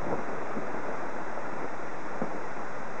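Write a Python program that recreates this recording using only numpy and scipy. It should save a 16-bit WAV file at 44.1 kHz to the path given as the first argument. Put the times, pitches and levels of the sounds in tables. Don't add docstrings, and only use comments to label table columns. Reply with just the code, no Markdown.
import sys
import numpy as np
from scipy import signal
from scipy.fft import rfft, irfft
from scipy.io import wavfile

SR = 44100
rng = np.random.default_rng(int(sys.argv[2]) if len(sys.argv) > 2 else 0)


def wav_out(sig):
    wavfile.write(sys.argv[1], SR, np.round(np.clip(np.atleast_2d(sig).T, -1, 1) * 32767).astype(np.int16))


N = 132300


def boulders():
    # t/s, thud peak level/dB, thud f/Hz, scatter level against the thud/dB
    landings = [(0.068, -26.5, 283, 0), (0.114, -25.5, 616, 2.5), (0.127, -22.5, 472, 1.5),
                (0.145, -29, 382, 3.5), (0.184, -29, 232, -2), (0.306, -26, 523, 0), (0.566, -26, 220, -1),
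                (0.571, -26.5, 260, 6), (0.885, -25.5, 420, -2.5), (0.938, -30, 517, 2.5),
                (1.187, -22.5, 620, -13), (1.375, -22.5, 580, -4), (1.529, -28.5, 212, -4),
                (1.643, -23.5, 380, -2.5), (1.827, -25.5, 596, -8), (2.2167, -18.5, 425, 0),
                (2.2201, -21, 199, -4), (2.304, -25.5, 740, -0.5), (2.347, -26.5, 317, -1)]
    out = np.zeros(N + SR)
    for onset_s, db, hz, scatter_db in landings:
        path = from_db(scatter_db) * slope_echoes()
        path[0] += 1
        hit = signal.fftconvolve(path, thud(hz))
        start = int(onset_s * SR)
        out[start:start + len(hit)] += from_db(db) * hit
    return out[:N]


def thud(hz, q=1.18, low_cut_hz=102, air_cut_hz=1440):
    swing = signal.lfilter(*signal.iirpeak(hz, q, fs=SR), signal.unit_impulse(SR // 20))
    body = signal.sosfilt(signal.butter(2, [low_cut_hz, 2.45 * hz], "band", fs=SR, output="sos"), swing)
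    body = signal.sosfilt(signal.butter(2, low_cut_hz, "high", fs=SR, output="sos"), body)
    distant = signal.sosfilt(signal.butter(4, air_cut_hz, fs=SR, output="sos"), body)
    return distant / np.abs(distant).max()


def slope_echoes(t60_s=0.11, predelay_s=0.006):
    t = np.arange(SR // 2) / SR
    tail = rng.standard_normal(len(t)) * from_db(-60 * t / t60_s) * (t > predelay_s)
    return tail / np.sqrt(np.sum(tail ** 2))


def debris_crash(peak_s=0.12, rise_s=0.083, fall_s=0.047, level_db=-31):
    # f/Hz, relative level/dB
    crash_eq = [(50, -29), (150, 3), (300, -3), (550, 4), (900, -6), (1400, -25), (3000, -41)]
    t = seconds() - peak_s
    swell = np.exp(-(t / np.where(t < 0, rise_s, fall_s)) ** 2)
    return from_db(level_db) * swell * coloured(knocks(), crash_eq)


def tumbling_stones():
    # t/s, level/dB
    fader = [(0, -39), (.3, -38.5), (.6, -40), (.9, -37), (1.3, -42.5), (1.6, -39.5), (1.95, -44.5),
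             (2.2, -40.5), (2.35, -41.5), (2.7, -44.5), (3, -42.5)]
    # f/Hz, relative level/dB
    stone_eq = [(50, -22), (100, -16), (170, -8), (300, 0.5), (520, 0), (900, -4), (1500, -11), (3000, -36)]
    level_db = np.interp(seconds(), *np.transpose(fader))
    return from_db(level_db) * coloured(knocks(), stone_eq)


def knocks(per_s=320, spread_db=2.5, scatter_db=3, blur_t60_s=0.2):
    contacts = rng.random(N) < per_s / SR
    polarity = rng.choice([-1, 1], N)
    size_db = spread_db * np.minimum(rng.exponential(1, N), 3)
    clicks = contacts * polarity * from_db(size_db)
    decay = from_db(-60 * seconds() / blur_t60_s) ** 2
    echo_power = np.maximum(signal.fftconvolve(clicks ** 2, decay / decay.sum())[:N], 0)
    return clicks + from_db(scatter_db) * np.sqrt(echo_power) * rng.standard_normal(N)


def valley_rush(start_db=-39, ease_db_per_s=0.37, flutter_db=0.22, hiss_db=-59):
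    # f/Hz, relative level/dB
    roar_eq = [(25, -28), (60, -15.5), (100, -8.5), (160, -2), (300, -3), (550, -0.5), (900, 0),
               (1120, -2.5), (1420, -1), (1700, -6.5), (1950, -6.5), (2300, -12), (2650, -16), (3200, -25),
               (4000, -31)]
    # f/Hz, relative level/dB
    hiss_eq = [(2000, -5), (3500, 1), (4800, 1.5), (5800, 2.5), (6600, 0.5), (7500, -5.5), (8400, -13),
               (9000, -17), (9500, -24), (10200, -38.5)]
    level_db = start_db - ease_db_per_s * seconds() + flutter_db * drift(rate_hz=10)
    roar = from_db(level_db) * coloured(rng.standard_normal(N), roar_eq)
    hiss = from_db(hiss_db) * coloured(rng.standard_normal(N), hiss_eq)
    return roar + hiss


def drift(rate_hz):
    pole = np.exp(-2 * np.pi * rate_hz / SR)
    wobble = signal.lfilter([1], [1, -2 * pole, pole * pole], rng.standard_normal(2 * N))
    return rms_one(wobble[N:])


def coloured(x, eq):
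    hz, db = np.transpose(eq)
    f = np.maximum(np.arange(N // 2 + 1) * SR / N, 1)
    gain = from_db(np.interp(np.log(f), np.log(hz), db))
    rolloff = (1 + np.maximum(f / hz[-1] - 1, 0) * 10) ** 2
    return rms_one(irfft(rfft(x) * gain / rolloff, N))


def from_db(db):
    return 10 ** (np.asarray(db) / 20)


def rms_one(x):
    return x / np.sqrt(np.mean(x ** 2) + 1e-20)


def seconds():
    return np.arange(N) / SR


def scene():
    return (valley_rush() + tumbling_stones() + debris_crash() + boulders())[None]


def record(dry, cutoff_hz=10250, dc_offset=-0.0458):
    # f/Hz, width/Hz
    notches = [(3000, 620), (4395, 800), (8000, 480)]
    # f/Hz, level/dB
    whine_tones = [(7857, -86.5), (7887, -86.5), (7917, -85.5), (8083, -86.5), (8113, -88.5), (8143, -87)]
    for hz, width_hz in notches:
        dry = signal.lfilter(*signal.iirnotch(hz, hz / width_hz, fs=SR), dry)
    whine = sum(from_db(db) * np.sqrt(2) * np.sin(2 * np.pi * (hz * seconds() + rng.random()))
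                for hz, db in whine_tones)
    high_cut = signal.ellip(10, .1, 80, cutoff_hz, fs=SR, output="sos")
    return signal.sosfilt(high_cut, dry + whine) + dc_offset


dry = scene()
out = record(dry)
wav_out(out)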